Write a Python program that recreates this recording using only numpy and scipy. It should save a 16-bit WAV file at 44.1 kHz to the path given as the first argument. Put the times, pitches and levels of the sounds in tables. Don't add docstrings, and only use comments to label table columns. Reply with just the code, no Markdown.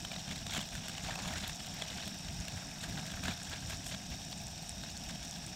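import sys
import numpy as np
from scipy import signal
from scipy.fft import rfft, irfft, next_fast_len
from scipy.io import wavfile

SR = 44100
rng = np.random.default_rng(int(sys.argv[2]) if len(sys.argv) > 2 else 0)


def int16_out(signal):
    q = np.round(np.clip(np.atleast_2d(signal).T, -1, 1) * 32767)
    wavfile.write(sys.argv[1], SR, q.astype(np.int16))


N = 244975


def from_db(db):
    return 10 ** (np.asarray(db) / 20)


def rms_one(x):
    return x / np.sqrt(np.mean(x ** 2) + 1e-20)


def curve(rows):
    return np.interp(np.arange(N) / SR, *np.transpose(rows))


def wobble(rate_hz, limit=1.47):
    hz = np.fft.rfftfreq(2 ** 18, 1 / SR)
    noise = rng.standard_normal(2 ** 18)
    slow = irfft(rfft(noise) / (1 + (hz / rate_hz) ** 2))[:N]
    return limit * np.tanh(rms_one(slow) / limit)


def swells(rows, roundness):
    power, t = np.zeros(N), np.arange(N) / SR
    for start_s, length_s, level_db in rows:
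        inside = (t > start_s) & (t < start_s + length_s)
        arch = np.sin(np.pi * (t[inside] - start_s) / length_s) ** roundness
        power[inside] += (from_db(level_db) * arch) ** 2
    return np.sqrt(power)


def colour(x, tone, resonances=()):
    size = 2 * next_fast_len(N // 2 + 4096)
    hz = np.fft.rfftfreq(size, 1 / SR) + 1e-6
    pitch_hz, level_db = np.transpose(tone)
    db = np.interp(np.log(hz), np.log(pitch_hz), level_db)
    for centre_hz, width_hz, boost_db in resonances:
        db = db + boost_db / (1 + (2 * (hz - centre_hz) / width_hz) ** 2)
    cepstrum = irfft(np.log(rms_one(from_db(db))))
    cepstrum[1:size // 2] *= 2
    cepstrum[size // 2 + 1:] = 0
    return irfft(rfft(x, size) * np.exp(rfft(cepstrum)))[..., :N]


def band(x, low_hz, high_hz):
    return signal.sosfilt(signal.butter(2, [low_hz, high_hz], "band", fs=SR, output="sos"), x + 1e-18)


def clicks(per_s, spread_db):
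    sizes = from_db(spread_db * np.minimum(rng.exponential(1, N), 4)) * rng.choice([-1, 1], N)
    return rms_one(sizes * (rng.random(N) < per_s / SR))


# pitch_hz, level_db
JET_TONE = [(200, -6.5), (480, -7), (850, 1.5), (1100, -5.5), (2100, -8.5), (2900, -4), (4500, -2.5),
            (6400, -4), (8300, -1.5), (9500, -12.5), (11000, -20), (14000, -25.5), (16000, -34)]
# pitch_hz, width_hz, boost_db
BURNER_RESONANCES = [(688, 260, 14), (1674, 340, 10.5), (2554, 160, 11.5), (2846, 130, 7.5),
                     (3708, 290, 11.5), (4100, 150, -14), (5565, 1160, 16.5), (7040, 260, 1.5),
                     (8150, 250, 0.5), (12470, 1500, 12.5)]


def gas_hiss(level_db=-49, waver_db=0.2, flutter_db=1.13):
    jet = rng.standard_normal(N) * from_db(waver_db * wobble(2.8) + flutter_db * wobble(90))
    return from_db(level_db) * colour(jet, JET_TONE, BURNER_RESONANCES)


# pitch_hz, level_db
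WIND_TONE = [(15, -26.5), (30, -7.5), (52, 0.5), (90, 0.5), (115, -3), (150, -13), (300, -26), (800, -52.5)]
# start_s, length_s, level_db
WIND_GUSTS = [(0, 0.086, -49), (.25, 0.32, -49), (.73, 0.091, -45), (1.02, 0.11, -47), (1.25, 0.3, -45.5),
              (2.27, 0.16, -46.5), (2.52, 0.067, -50), (2.84, 0.18, -50), (3.13, 0.21, -46.5),
              (3.45, .55, -50.5), (4.08, 0.084, -46.5), (4.35, 0.13, -52), (5.02, 0.14, -48)]
GUST_ROUNDNESS = 0.37


def wind(breeze_db=-54, trim_db=-0.1, buffet_db=2.5):
    blowing = np.hypot(from_db(breeze_db), swells(WIND_GUSTS, GUST_ROUNDNESS))
    air = colour(rng.standard_normal(N), WIND_TONE)
    return air * blowing * from_db(trim_db + buffet_db * wobble(11))


# pitch_hz, level_db
FLAME_TONE = [(70, -19.5), (120, -5.5), (150, 1), (186, 2), (230, -5.5), (280, -8.5), (350, -18),
              (520, -25.5), (1000, -46)]
# start_s, length_s, level_db
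FLAME_FLARES = [(.27, 0.084, -48), (.53, 0.073, -45), (1.19, 0.15, -47.5), (1.68, .08, -52),
                (2.03, 0.12, -47), (2.82, 0.26, -45), (3.23, 0.083, -42.5), (4.2, 0.14, -53)]


def flame(steady_db=-50.5, gust_share=0.18, throb_db=1.9):
    fanned = from_db(steady_db) + gust_share * swells(WIND_GUSTS, GUST_ROUNDNESS)
    roaring = np.hypot(fanned, swells(FLAME_FLARES, roundness=0.35))
    roar = colour(rng.standard_normal(N), FLAME_TONE)
    return roar * roaring * from_db(throb_db * wobble(24))


# pitch_hz, level_db
CRACKLE_TONE = [(2300, -6), (3500, 3.0), (5500, -3.5), (7200, 1.5), (8500, -2), (10500, -19.5),
                (13000, -12), (16000, -18.5)]


def fine_crackle(level_db=-56.5, clump_db=10.0, patchy_db=10.0):
    shared_db, spurts = clump_db * wobble(120), 0
    edges_hz = np.geomspace(2300, 16000, 15)
    for low, high in zip(edges_hz, edges_hz[1:]):
        crackle = band(clicks(per_s=5000, spread_db=3.0), low, high)
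        spurts += crackle * from_db(shared_db + patchy_db * wobble(130))
    return from_db(level_db) * colour(rms_one(spurts), CRACKLE_TONE)


# time_s, level_db
HAND_EFFORT = [(0, -50.5), (.7, -48.5), (1.0, -45), (1.25, -40), (1.45, -43), (1.58, -49.5), (1.78, -45.5),
               (1.98, -43), (2.2, -50.5), (2.55, -47.5), (2.72, -52), (3.02, -44), (3.4, -49), (3.9, -50.5),
               (4.3, -55.5), (5.55, -50.5)]
# start_s, length_s, level_db
HAND_SQUEEZES = [(.11, 0.054, -47), (.275, 0.065, -40.5), (.5, 0.12, -36.5), (1.035, 0.1, -38.5),
                 (1.81, 0.018, -35.5), (2.41, 0.026, -46), (2.56, 0.062, -47), (2.81, 0.064, -37),
                 (2.96, 0.056, -41), (3.22, 0.13, -37), (3.5, 0.076, -39.5), (3.685, 0.067, -39.5),
                 (3.9, 0.052, -42), (4.11, 0.046, -43), (5.085, 0.034, -42)]


def handling():
    return np.hypot(from_db(curve(HAND_EFFORT)), swells(HAND_SQUEEZES, roundness=0.87))


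# pitch_hz, level_db
FILM_TONE = [(150, -5.5), (400, -8), (700, 1.5), (1100, -2.5), (2000, -1.5), (3300, 0.5), (4400, 0.5),
             (5600, -9), (7000, -0.5), (8300, -10), (10500, -18), (12500, -21), (16000, -27)]
# pitch_hz, width_hz, boost_db
PACKET_RESONANCES = [(660, 136, 5.5), (1610, 295, 6), (3450, 88, 4)]
# time_s, pitch_hz
GRIP_PITCH = [(0, 3000), (.9, 2900), (1.08, 845), (1.33, 756), (1.41, 3280), (2.1, 3050), (2.5, 1730),
              (3.2, 1490), (3.7, 1840), (3.95, 2730), (5.55, 2870)]


def rustle(level_db=-4.5, clump_db=3.5, patchy_db=3.5, grip_db=4.0, grip_octaves=0.62):
    shared_db, grip_hz, creases = clump_db * wobble(55), curve(GRIP_PITCH), 0
    edges_hz = [150, 600, 1250, 1950, 2800, 4000, 8000, 19000]
    for low, high in zip(edges_hz, edges_hz[1:]):
        slips = band(clicks(per_s=4500, spread_db=3.0), low, high)
        octaves_away = np.log2(np.sqrt(low * high) / grip_hz)
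        nearness = np.exp(-(octaves_away / grip_octaves) ** 2)
        creases += slips * from_db(shared_db + patchy_db * wobble(84) + grip_db * nearness)
    return handling() * from_db(level_db) * rms_one(colour(creases, FILM_TONE, PACKET_RESONANCES))


def crease_pops(level_db=-12.5, per_s=70, cycles=1.9, follow=0.79, range_db=7.5):
    pops, handling_db = np.zeros(N), 20 * np.log10(handling())
    loudness = from_db(level_db + follow * handling_db + (1 - follow) * handling_db.mean())
    age = np.arange(SR // 100) / SR
    for when, pitch, size in rng.random((int(per_s * N / SR), 3)):
        at, hz = int(when * (N - len(age))), 1900 * 2.5 ** pitch
        ring = np.sin(2 * np.pi * hz * age) * np.exp(-age * hz / cycles)
        pops[at:at + len(age)] += from_db(range_db * size) * ring
    return loudness * rms_one(pops)


# pitch_hz, level_db
EDGE_TONE = [(3000, -37), (5500, -10), (7000, 4.5), (8400, 5.5), (10500, -12.5), (12500, -5.5),
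             (16000, -7)]
# start_s, level_db, crispness_db, pitch_hz
BUCKLING_FOLDS = [(0.0468, -25.5, -19, 3140), (0.114, -30, -20, 2380), (0.13, -34, -22, 2970),
                  (0.160, -29.5, -21, 3620), (0.277, -38, -21, 3250), (0.357, -32.5, -13, 3730),
                  (0.464, -28, -13, 3540), (0.4937, -31, -19, 3400), (0.5062, -29.5, -10, 3320),
                  (0.5334, -33, -6, 3300), (0.546, -32, -6, 3160), (0.567, -31, -7, 3040),
                  (0.5744, -28, -10, 3000), (0.589, -28, -22, 2940), (0.604, -30.5, -12, 3070),
                  (0.6114, -34, -6, 3170), (0.7503, -36, -5, 1690), (0.881, -31, -6.5, 2900),
                  (0.8936, -31, -11, 2800), (0.9487, -36, -22, 2860), (0.9778, -30, -28, 2770),
                  (1.105, -30, -21, 1760), (1.153, -31, -12, 2500), (1.256, -31, -28, 2750),
                  (1.275, -32, -8, 3460), (1.3334, -30, -10, 1800), (1.379, -32, -9, 3600),
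                  (1.438, -34, -22, 3400), (1.476, -42.5, 4.5, 3600), (1.4933, -27.5, -22, 3500),
                  (1.602, -32, -20, 3000), (1.8192, -26, -18, 3170), (2.005, -35.5, -19, 3000),
                  (2.0314, -36, -21, 3460), (2.0756, -31, -8, 3400), (2.48, -30, -10, 2800),
                  (2.8362, -30, -13, 1590), (2.974, -34, -24, 1490), (3.117, -34.5, -17, 3250),
                  (3.235, -32.5, -7, 2390), (3.282, -30, -22, 1650), (3.3085, -30.5, -28, 2320),
                  (3.706, -35, -12, 1610), (3.7314, -39, -17, 2480), (3.863, -34, -4, 3220),
                  (3.9444, -33, -14, 3220), (4.326, -32.5, -24, 3400), (4.8343, -32.5, -15, 3700),
                  (5.0944, -39.5, -18, 1520)]


def crinkles(body_db=-9.5, ring_db=-13.0, edge_db=-6.5, sheen_db=-6.0, rise_s=0.0027, ring_ratio=1.049):
    body, rings, edge, sheen = np.zeros((4, N))
    snaps = clicks(per_s=16000, spread_db=1.0)
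    for start_s, level_db, crispness_db, pitch_hz in BUCKLING_FOLDS:
        at = int(start_s * SR)
        progress = np.arange(min(SR // 10, N - at)) / SR / rise_s
        span = slice(at, at + len(progress))
        swell = from_db(level_db) * progress ** 2 * np.exp(2 - 2 * progress)
        run = swell * rms_one(snaps[span])
        ring = swell * band(snaps[span], pitch_hz / ring_ratio, pitch_hz * ring_ratio)
        body[span] += from_db(body_db) * run
        rings[span] += from_db(ring_db) * rms_one(ring) * np.std(run)
        edge[span] += from_db(crispness_db + edge_db) * run
        sheen[span] += from_db(2 * crispness_db + sheen_db) * run
    papery = colour(band(body, 230, 5500), FILM_TONE, PACKET_RESONANCES)
    return papery + rings + colour(edge, EDGE_TONE) + band(sheen, 9300, 13500)


# pitch_hz, level_db
SWISH_TONE = [(4000, -35), (6500, 6.5), (8600, 7), (10800, -13), (12400, -1), (16000, -24)]
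# start_s, level_db, length_s
FILM_SLIDES = [(0.53, -52, 0.042), (1.48, -53, 0.033), (2.815, -54, 0.044), (3.69, -47, 0.022),
               (3.843, -51, 0.076), (5.225, -59, .02)]


def slides(chatter_db=2.0):
    strokes, t = np.zeros(N), np.arange(N) / SR
    for start_s, level_db, length_s in FILM_SLIDES:
        progress = np.clip((t - start_s) / length_s, 0, 1)
        strokes += from_db(level_db) * np.sqrt(np.abs(np.sin(np.pi * progress)))
    rub = clicks(per_s=6900, spread_db=-8.0) * from_db(chatter_db * wobble(150))
    return strokes * rms_one(colour(rub, SWISH_TONE))


# start_s, level_db, pitch_hz
FINGER_TAPS = [(0.581, -30.5, 203), (0.7529, -34, 1500), (1.159, -32, 730), (1.19, -33, 1010),
               (1.821, -40, 706), (2.4831, -42, 1640), (3.2827, -28, 1570), (3.2847, -34, 243),
               (5.0957, -36, 2000)]


def taps(cycles=1.76, contact_s=0.00045):
    notes, cracks, age = np.zeros(N), np.zeros(N), np.arange(SR // 20) / SR
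    for start_s, level_db, pitch_hz in FINGER_TAPS:
        at, gain = int(start_s * SR), from_db(level_db)
        span = slice(at, at + len(age))
        notes[span] += gain * np.sin(2 * np.pi * pitch_hz * age) * np.exp(-age * pitch_hz / cycles)
        cracks[span] += gain * rng.standard_normal(len(age)) * np.exp(-age / contact_s)
    return notes + colour(cracks, FILM_TONE, PACKET_RESONANCES)


# start_s, level_db, pitch_hz
FILM_TICKS = [(1.8208, -36, 8200), (2.402, -35, 6800), (3.433, -33.5, 7200), (3.868, -41, 7200),
              (3.879, -36, 8500), (4.469, -33.5, 7500), (4.694, -27.5, 8300), (4.9757, -33, 7300),
              (5.229, -37, 6800), (5.3112, -30.5, 6400), (5.465, -30.5, 8200)]


def ticks(boost_db=6.5, decay_s=0.00027, crack_share=0.31):
    flips, age = np.zeros(N), np.arange(SR // 100) / SR
    for start_s, level_db, pitch_hz in FILM_TICKS:
        at = int(start_s * SR)
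        ring = np.sin(2 * np.pi * pitch_hz * age) + crack_share * rng.standard_normal(len(age))
        flips[at:at + len(age)] += from_db(level_db + boost_db) * ring * np.exp(-age / decay_s)
    return band(flips, 2400, 10200)


def smear(x, decay_s=0.024):
    age = np.arange(SR // 12) / SR
    cloud = rng.standard_normal(len(age)) * np.exp(-age / decay_s)
    return signal.fftconvolve(x, cloud / np.linalg.norm(cloud))[:N]


def scene(lean_db=-8.0, low_mid_spread_db=-34.0):
    packet = rustle() + crease_pops() + crinkles() + slides() + taps() + ticks()
    centre = gas_hiss() + fine_crackle() + wind() + flame() + packet
    treble = signal.sosfiltfilt(signal.butter(14, 11200, "high", fs=SR, output="sos"), centre)
    low_mid_spread = from_db(low_mid_spread_db) * band(centre, 356, 900)
    side = from_db(lean_db) * treble + smear(treble + low_mid_spread)
    return np.array([centre - side, centre + side])


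def record(dry, cutoff_hz=15750):
    return signal.sosfilt(signal.ellip(12, .1, 80, cutoff_hz, fs=SR, output="sos"), dry)


dry = scene()
out = record(dry)
int16_out(out)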